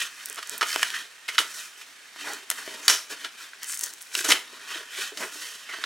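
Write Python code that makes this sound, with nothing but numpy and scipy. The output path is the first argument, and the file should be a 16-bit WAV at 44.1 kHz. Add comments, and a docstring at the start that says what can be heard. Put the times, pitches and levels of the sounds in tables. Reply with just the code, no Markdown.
"""A cardboard box is opened on the lap in a small furnished room, close to a stereo microphone.
Over faint room air, hands and sleeves rub the board from the start, and edges soon rasp past each other.
Tiny fibres tick and soft bumps sound the hollow from about 0.3 s; flaps snap and knock from 0.6 s.
Rubs are trains of random slips, blows are bursts of noise; filters ring them as panels and hollow."""
import sys
import numpy as np
from scipy import signal
from scipy.fft import rfft, irfft
from scipy.io import wavfile
from scipy.ndimage import uniform_filter1d, minimum_filter1d

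SR = 44100
rng = np.random.default_rng(int(sys.argv[2]) if len(sys.argv) > 2 else 0)


def file_out(sig):
    """Save sig as 16-bit WAV at sys.argv[1]."""
    # one column per channel
    cols = np.atleast_2d(sig).T
    # limit, then scale
    lim = np.clip(cols, -1, 1)
    pcm = np.round(lim * 32767).astype(np.int16)
    wavfile.write(sys.argv[1], SR, pcm)


N = 257984
TIME = np.arange(N) / SR  # seconds


def undb(db):
    """Decibels to amplitude gain."""
    return 10 ** (np.asarray(db) / 20)


def unit(x):
    """Scale to unit energy."""
    return x / np.sqrt(np.sum(x ** 2) + 1e-18)


def through(x, response):
    """Pass a sound through an impulse response."""
    return signal.fftconvolve(x, response)[:len(x)]


def add(track, start_s, sound):
    """Mix a sound into the track from a given time."""
    i = max(int(start_s * SR), 0)
    track[i:i + len(sound)] += sound[:max(N - i, 0)]


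def colour(points, modes=(), size=4096):
    """Minimum-phase, unit-energy response: a broad (Hz, dB) shape with (Hz, width Hz, dB) resonances."""
    f = np.fft.rfftfreq(size, 1 / SR) + 1  # the 1 Hz offset keeps the logarithm finite
    hz, db = np.transpose(points)
    gain = undb(np.interp(np.log(f), np.log(hz), db))
    resonant_power = sum(undb(2 * mode_db) / (1 + (2 * (f - centre) / width) ** 2)
                         for centre, width, mode_db in modes)
    gain = gain * np.sqrt(1 + resonant_power)
    # folding the cepstrum forward puts the energy as early as it can be
    cepstrum = irfft(np.log(gain))
    cepstrum[1:size // 2] *= 2
    cepstrum[size // 2 + 1:] = 0
    return unit(irfft(np.exp(rfft(cepstrum))))


def judder(per_s):
    """Random wobble with a spread near 1: straight lines between normal draws."""
    knots = rng.standard_normal(N // 20)
    return np.interp(TIME * per_s, np.arange(len(knots)), knots)


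def wander(x, per_s, ring_s, count=6):
    """Drift between short, dense rings, so the colour shifts but favours no pitch for long."""
    t = TIME[:2048]
    weights = np.array([np.exp(judder(per_s)) for _ in range(count)])
    weights /= np.sqrt(np.sum(weights ** 2, axis=0))
    decay = np.exp(-np.log(1000) * t / ring_s)  # 60 dB down after ring_s
    rings = rfft(rng.standard_normal((count, len(t))) * decay)
    # level the rings' average power at every frequency
    rings /= np.sqrt(np.mean(np.abs(rings) ** 2, axis=0))
    return sum(through(x * weight, ring) for weight, ring in zip(weights, irfft(rings)))


def slips(per_s, spread_db):
    """Stick-slip force: random small releases with a few large ones among them, local rms near 1."""
    size = undb(spread_db * np.minimum(rng.exponential(size=N), 6))
    force = (rng.random(N) < per_s / SR) * size * rng.choice([-1, 1], N)
    local_power = np.abs(uniform_filter1d(force ** 2, size=2048))
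    return force / np.sqrt(local_power + 1e-9)


# Resonances of the box. Each row: frequency in Hz, width in Hz, level in dB over the broad response.
BOX_MODES = [(273, 31, -10), (420, 25, 1), (487, 18, -14.5), (649, 72, 4.5), (960, 110, -1),
             (1320, 17, -23.5), (1412, 9.3, 4.5), (1640, 57, -23.5), (2010, 61, -15), (2370, 67, -5),
             (2990, 100, 8), (3350, 79, 5.5), (3340, 60, 3), (3920, 330, 1.5), (5340, 200, 3),
             (5900, 140, -17), (6600, 210, -4)]


def board(ring_hz, hollow_db, clack_db, edge_db, ring_db=9):
    """Response of the box to one contact: the touched flap rings; the spot weights each register."""
    low = [(30, hollow_db - 48), (110, hollow_db - 22), (200, hollow_db - 19), (320, hollow_db),
           (540, hollow_db - 2.0), (790, hollow_db / 2 - 4)]
    middle = [(1280, 3.2), (1950, 3.7), (3200, clack_db), (4600, clack_db - 1.0)]
    high = [(7000, edge_db + 6.5), (11000, edge_db + 2.0), (16000, edge_db - 11.5)]
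    ring_width_hz = 0.13 * ring_hz
    return colour(low + middle + high, list(BOX_MODES) + [(ring_hz, ring_width_hz, ring_db)])


def blow(response, db, crush, contact_s):
    """One contact: a sharp release, then a brief crush of the flutes, levelled as rms over 10 ms."""
    t = TIME[:4096]
    force = crush * unit(rng.standard_normal(len(t)) * np.exp(-t / max(contact_s, 1e-4)))
    force[0] += 1
    return unit(through(force, response)) * undb(db) * np.sqrt(SR / 100)


# Spectrum of the still room. Each row: frequency in Hz, relative level in dB per Hz.
AIR_SPECTRUM = [(25, -29), (130, -15), (300, -11.5), (1000, -3), (1600, 3), (2900, 0.5), (5000, -5.5),
                (9000, -9), (16000, -34)]


def air(level_db=-53):
    """Faint steady background of the room: shaped noise."""
    return undb(level_db) * through(rng.standard_normal(N), colour(AIR_SPECTRUM))


# Strokes of a hand, sleeve or flap over the board. 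Each row: fastest moment in seconds, swell in seconds,
# fade in seconds, panel level in dB, hollow in dB and dry hiss in dB, both relative to that level;
# rubbing() trims the voices afterwards.
STROKES = [(0.005, 0.055, 0.054, -32, -18, -3), (0.25, 0.31, 0.32, -47, -21, -2),
           (0.55, 0.058, 0.038, -41.5, -1.5, -2), (0.69, 0.054, 0.15, -35.5, -17.5, 1),
           (0.82, 0.049, .07, -36.5, -17.5, -4), (0.949, 0.1, 0.082, -36, -17, -5),
           (1.34, 0.031, 0.18, -45.5, -11, -1.5), (1.59, 0.1, 0.09, -42.5, -14, 2.5),
           (1.8, .05, 0.045, -55, -25, 5), (2.22, 0.045, 0.049, -40, -16, -5.5),
           (2.3, 0.087, 0.093, -39, -5.5, -4), (2.61, 0.081, 0.098, -40.5, -3, -2),
           (2.75, 0.1, 0.16, -45.5, 1, -2), (3.12, 0.023, 0.03, -37, -2.5, -1.5),
           (3.23, 0.081, 0.05, -44, -9, -3.5), (3.42, 0.059, 0.054, -43.5, -9.5, -3),
           (3.635, 0.014, 0.016, -40, -11.5, -2), (3.72, 0.058, 0.054, -42.5, -22, 5.5),
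           (3.85, 0.063, 0.062, -44.5, -10.5, 5), (4.04, .07, .08, -59.5, -24, 9.5),
           (4.185, 0.043, 0.054, -33.5, -18.5, 3), (4.31, 0.048, 0.062, -31, -16, -0.5),
           (4.59, 0.13, 0.25, -47.5, -5, -6.5), (4.735, 0.066, 0.084, -37.5, -10, -5.5),
           (5.021, 0.077, 0.067, -33.5, -15, -3), (5.22, .04, 0.037, -39, 4, 3),
           (5.43, 0.18, 0.16, -42.5, -11.5, 1.5), (5.78, 0.13, 0.34, -42.5, -12, -7)]
# The holding hand never lies quite still. One row: level in dB, then hollow and dry hiss in dB relative to it.
GRIP = (-55, -8, -1.6)


def effort(drop_db=9, roundness=1.7):
    """Strokes swell and fade over the steady grip; gives the drive of panels, hollow and hiss."""
    def voice_power(db, hollow_db, hiss_db):
        """Power of panels, hollow and hiss, one row each."""
        return undb(db + np.array([[0], [hollow_db], [hiss_db]])) ** 2

    power = voice_power(*GRIP)
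    for peak_s, swell_s, fade_s, *levels in STROKES:
        away = np.minimum(np.abs(TIME - peak_s) / np.where(TIME < peak_s, swell_s, fade_s), 10)
        # drop_db is the fall over one swell or fade time; roundness 1 is pointed, 2 a bell
        swell = undb(-drop_db * away ** roundness)
        power = power + voice_power(*levels) * swell ** 2
    return np.sqrt(power)


# How unevenly the surfaces catch. Each row: time in seconds, spread of slip sizes in dB.
CATCH = [(0, 3.5), (.55, 0.5), (.7, 4.5), (.95, 1.5), (3.5, 1.5), (3.7, 5), (4.3, 4), (4.6, 2.5),
         (5.85, -0.5)]
# Rubbed board, the hollow's voice. Each row: frequency in Hz, relative level in dB.
HOLLOW_SHAPE = [(30, -29), (100, -22), (170, -10.5), (310, 3.5), (420, 2), (700, -6), (1100, 3.5),
                (3000, -51)]
# Rubbed board, the panels' voice. Each row: frequency in Hz, relative level in dB.
PANEL_SHAPE = [(300, -23.5), (650, -16), (1000, -8), (1400, 2), (1750, 3), (2200, 4.5), (2800, 3),
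               (4200, 2.5), (6500, -9), (14000, -47)]
# Rubbed board, the paper face's hiss. Each row: frequency in Hz, relative level in dB.
HISS_SHAPE = [(200, -68), (2000, -31), (4200, 1.5), (5600, 7.5), (8500, 4.5), (12000, -2), (16000, -9)]


def rubbing(depth_db=1.72, hollow_trim_db=-2.5, panel_trim_db=1.0, damping_db=-5):
    """Sliding contact: slips shake the hollow and the panels, finer ones hiss off the paper face."""
    on_panel, on_hollow, on_face = effort() * undb(depth_db * judder(90))
    spread_db = np.interp(TIME, *np.transpose(CATCH))
    coarse, fine = slips(3000, spread_db), slips(9000, spread_db)
    # a hand lying on the board weakens its low resonances and stops the high ones
    damped = [(hz, width, mode_db + damping_db) for hz, width, mode_db in BOX_MODES if hz < 2100]
    # each spot that the hand travels over stirs its own panel modes
    hollow_force = slips(1500, 2.35) * on_hollow * undb(hollow_trim_db)
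    hollow = through(wander(hollow_force, 14, 0.022), colour(HOLLOW_SHAPE, BOX_MODES))
    panel_force = coarse * on_panel * undb(panel_trim_db)
    panel = through(wander(panel_force, 20, 0.017, count=9), colour(PANEL_SHAPE, damped))
    hiss = through(fine * on_face, colour(HISS_SHAPE))
    return hollow + panel + hiss


# A flap or finger catches and drags. Each row: start in seconds, swell in seconds, fade in seconds,
# level in dB, flap ring in Hz, then hollow, clack and edge in dB relative to the panel tone.
DRAGS = [(0.019, 0.0041, 0.01, -31.5, 3520, -19, 1, 1), (0.369, 0.021, 0.0077, -31.5, 1310, -4, -2, -13.5),
         (0.426, .002, .006, -32, 1280, -17, 3, -11), (0.629, .003, 0.023, -31.5, 1260, -13, -16, -20),
         (0.939, .002, 0.011, -30, 1780, -36, -4, -24), (1.28, 0.01, 0.013, -26.5, 2110, -14, -0.5, -10.5),
         (1.343, .01, 0.0065, -33, 1400, -34, 2, -11), (1.39, .0065, 0.027, -24.5, 3350, -1.5, -2, -6.5),
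         (1.807, .0065, 0.014, -40.5, 2440, -24, 4, -12), (2.241, 0.056, 0.033, -33, 840, -0.5, -15, -20),
         (2.828, 0.036, 0.0093, -35.5, 6500, -16, -4, -7), (2.881, 0.017, 0.038, -15, 5530, -8, -1, -6.5),
         (3.243, 0.0042, 0.013, -26.5, 1640, -5, 2, -15), (3.668, 0.027, 0.059, -33.5, 8600, -11, -2, 11),
         (3.822, .016, 0.014, -32, 6300, 2, 0, 3), (4.242, 0.0055, 0.022, -21.5, 1490, 1.5, 2.5, -3.5),
         (4.2842, 0.0045, 0.012, -18.5, 6000, 7, -1.5, -3.5), (4.3, 0.022, 0.0032, -13, 2230, -16, -1, -8),
         (4.298, 0.034, 0.028, -30, 405, -0.5, -8, -17), (5.189, 0.046, 0.017, -31, 386, -2, -11, -26),
         (5.689, .003, 0.028, -34.5, 2100, -5, -8, -19), (5.731, 0.0056, 0.018, -35, 1570, -5.5, -18, -26)]


def drags(lead_db=9):
    """An edge rasps over its neighbour: the force swells, then dies as the flap comes free."""
    out = np.zeros(N)
    rasp = slips(7000, 2.07) * undb(0.45 * judder(300))
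    for start_s, swell_s, fade_s, db, *tone in DRAGS:
        first = int(start_s * SR)
        span = slice(first, first + SR // 2)
        t = TIME[span] - start_s
        swell = undb(lead_db * np.minimum(t / swell_s - 1, 0))  # climbs by lead_db
        fade = np.exp(-np.maximum(t - swell_s, 0) / fade_s)
        add(out, start_s, through(rasp[span] * swell * fade, board(*tone)) * undb(db))
    return out


# Fibres cracking. Each row: start in seconds, level in dB, pitch in Hz.
CRACKS = [(0.2587, -32.5, 8300), (0.287, -44, 12800), (0.299, -35, 7800), (0.4737, -41, 7300),
          (0.4956, -31.5, 7660), (0.5798, -37, 10900), (0.5837, -39, 10100), (2.335, -37.5, 7400),
          (3.6323, -34.5, 5600), (3.6442, -38, 7700), (3.724, -34, 8500), (3.7441, -35, 8700),
          (3.775, -38, 7700), (3.793, -32, 7840), (3.8108, -31, 7960), (3.836, -28.5, 7000),
          (3.8396, -29.5, 7800), (4.0196, -42, 9700), (4.026, -44, 9050)]
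# A fold is under strain and sheds fainter cracks. Each row: start in seconds, end in seconds.
STRAINS = [(0.311, 0.37), (3.68, 3.96)]


def cracks(splinter=0.61, splinter_s=0.00051, strain_per_s=35, strain_db=-44, scatter_db=5, strain_hz=8240):
    """Single fibres break with a bright tick that bypasses the box resonances."""
    faint = []
    for start_s, end_s in STRAINS:
        count = int((end_s - start_s) * strain_per_s) + 1
        for place, size in rng.random((count, 2)):
            crack_s = start_s + (end_s - start_s) * place
            faint.append((crack_s, strain_db + scatter_db * (2 * size - 1), strain_hz))
    out = np.zeros(N)
    for start_s, db, hz in list(CRACKS) + faint:
        shape = [(hz / 90, -52), (hz / 8, -27), (hz * 0.54, -15), (hz * 0.8, -1), (hz, 0), (hz * 1.65, -11)]
        add(out, start_s, blow(colour(shape), db, splinter, splinter_s))
    return out


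# Soft bumps of fingers and knees, which mostly sound the hollow. Each row: start in seconds,
# level in dB, wall ring in Hz, contact time in seconds.
BUMPS = [(0.301, -49, 553, 0.0096), (2.161, -46.5, 940, 0.0012), (2.677, -38, 930, 0.0025),
         (4.172, -42.5, 350, .012), (4.2, -41, 353, .012), (4.528, -49, 470, 0.0088),
         (4.757, -43, 340, 0.0061), (4.807, -50.5, 420, .004), (4.986, -41, 423, .008),
         (5.12, -42, 430, 0.011), (5.356, -43.5, 620, 0.0067), (5.786, -45, 450, 0.0018)]


def bumps(crush=2.5, hollow_db=11, clack_db=-7, edge_db=-17):
    """Soft contacts share one dull balance of registers; only the wall ring differs in pitch."""
    out = np.zeros(N)
    for start_s, db, ring_hz, contact_s in BUMPS:
        response = board(ring_hz, hollow_db, clack_db, edge_db)
        add(out, start_s, blow(response, db, crush, contact_s))
    return out


# Flaps snapping and knocking. 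Each row: start in seconds, level in dB, flap ring in Hz, then hollow,
# clack and edge in dB relative to the panel tone, contact time in seconds.
KNOCKS = [(0.6111, -21.5, 1290, -11, -1, -15, 0.01), (0.6187, -21, 1420, -11, -10, -29, 0.0035),
          (0.6273, -21, 1065, -5.5, -5, -20.5, .007), (0.7293, -31.5, 4500, -21, 12, 4, 0.0018),
          (0.7606, -23, 1130, -11, -10.5, -19, 0.00061), (0.8298, -17, 1860, -17, 1, -11, 0.0025),
          (0.9035, -33, 2940, -20, 9, 0, 0.0009), (1.286, -28.5, 2220, -6, 1.5, -19, 0.0074),
          (1.3815, -16.5, 1950, -29, 3, -18, 0.002), (1.3845, -17, 1340, -17, -7, -15, 0.003),
          (1.3888, -18, 3340, -8, 4, -11, 0.0067), (2.5019, -21.5, 2970, -7, 2.5, 5.5, 0.0016),
          (2.5125, -27.5, 1780, -3, 3, -1, 0.0074), (2.8806, -10, 4460, -26, 0, -7.5, 0.0023),
          (3.5336, -41, 1590, -35, -4, -33, 0.0035), (4.152, -22, 2940, -7.5, 7, -4.5, .0024),
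          (4.3047, -22, 2140, -4, -3, -17, 0.0023), (4.3202, -14, 2300, 0.5, 9, -11, 0.0037),
          (5.1733, -32.5, 4670, 0, -0.5, -8, .008), (5.8391, -25, 1580, -8, 4, -17, 0.0051)]


def knocks(crush=1.85):
    """Flaps snap free or strike the box and ring it."""
    out = np.zeros(N)
    for start_s, db, *tone, contact_s in KNOCKS:
        add(out, start_s, blow(board(*tone), db, crush, contact_s))
    return out


def radiate(x, corner_hz=125):
    """Small panels move too little air to give off deep bass."""
    return signal.sosfilt(signal.butter(2, corner_hz, "high", fs=SR, output="sos"), x)


def reflections(t60_s, gap_s):
    """Scattered echoes from body, desk and walls: decaying noise after a short gap."""
    t = TIME[:SR // 2]
    echoes = rng.standard_normal(len(t)) * undb(-60 * t / t60_s) * (t > gap_s)
    tone = colour([(100, 4.0), (1500, 1.0), (5000, -2.0), (9000, -1), (16000, 1)])
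    return unit(through(echoes, tone))


def rumble(level_db=-90):
    """A very faint low rumble: noise weighted to the bass."""
    shape = colour([(25, 13), (80, 6), (300, -20), (2000, -50)])
    return undb(level_db) * through(rng.standard_normal(N), shape)


def scene(near_db=-15, room_db=-12.5, side_db=-19, side_room_db=-20):
    """The box sits a little right, near centre around 3.8 s; moving arms and room blur each contact."""
    box = radiate(rubbing() + drags() + cracks() + bumps() + knocks())
    mid = box + undb(near_db) * wander(box, 5.2, 0.039)
    mid += undb(room_db) * through(box, reflections(0.35, 0.006)) + air()
    side = undb(side_db) * wander(box, 5.5, 0.006)
    side += undb(side_room_db) * through(box, reflections(0.24, 0.006)) + 0.58 * air()
    # sound reaches the two microphone ports a fraction of a sample apart, which widens the treble
    side += 0.11 * np.gradient(mid)
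    # the rumble differs between the ports
    side += rumble()
    pan_db = np.interp(TIME, [0, 2, 3.8, 5.8], [-1.5, -1.6, 0.18, -2.0])  # left over right
    return np.array([(mid + side) * undb(pan_db / 2), (mid - side) * undb(-pan_db / 2)])


def record(dry, top_hz=16000, ceiling=0.98):
    """The top is cut, and a fast limiter holds the hardest snaps under full scale."""
    x = signal.sosfilt(signal.ellip(10, 0.2, 80, top_hz, fs=SR, output="sos"), dry)
    gain = np.minimum(1, ceiling / (np.abs(x).max(axis=0) + 1e-9))
    # hold the lowest gain around each peak, then smooth it, 65 samples each
    return x * uniform_filter1d(minimum_filter1d(gain, size=65), size=65)


dry = scene()
out = record(dry)
file_out(out)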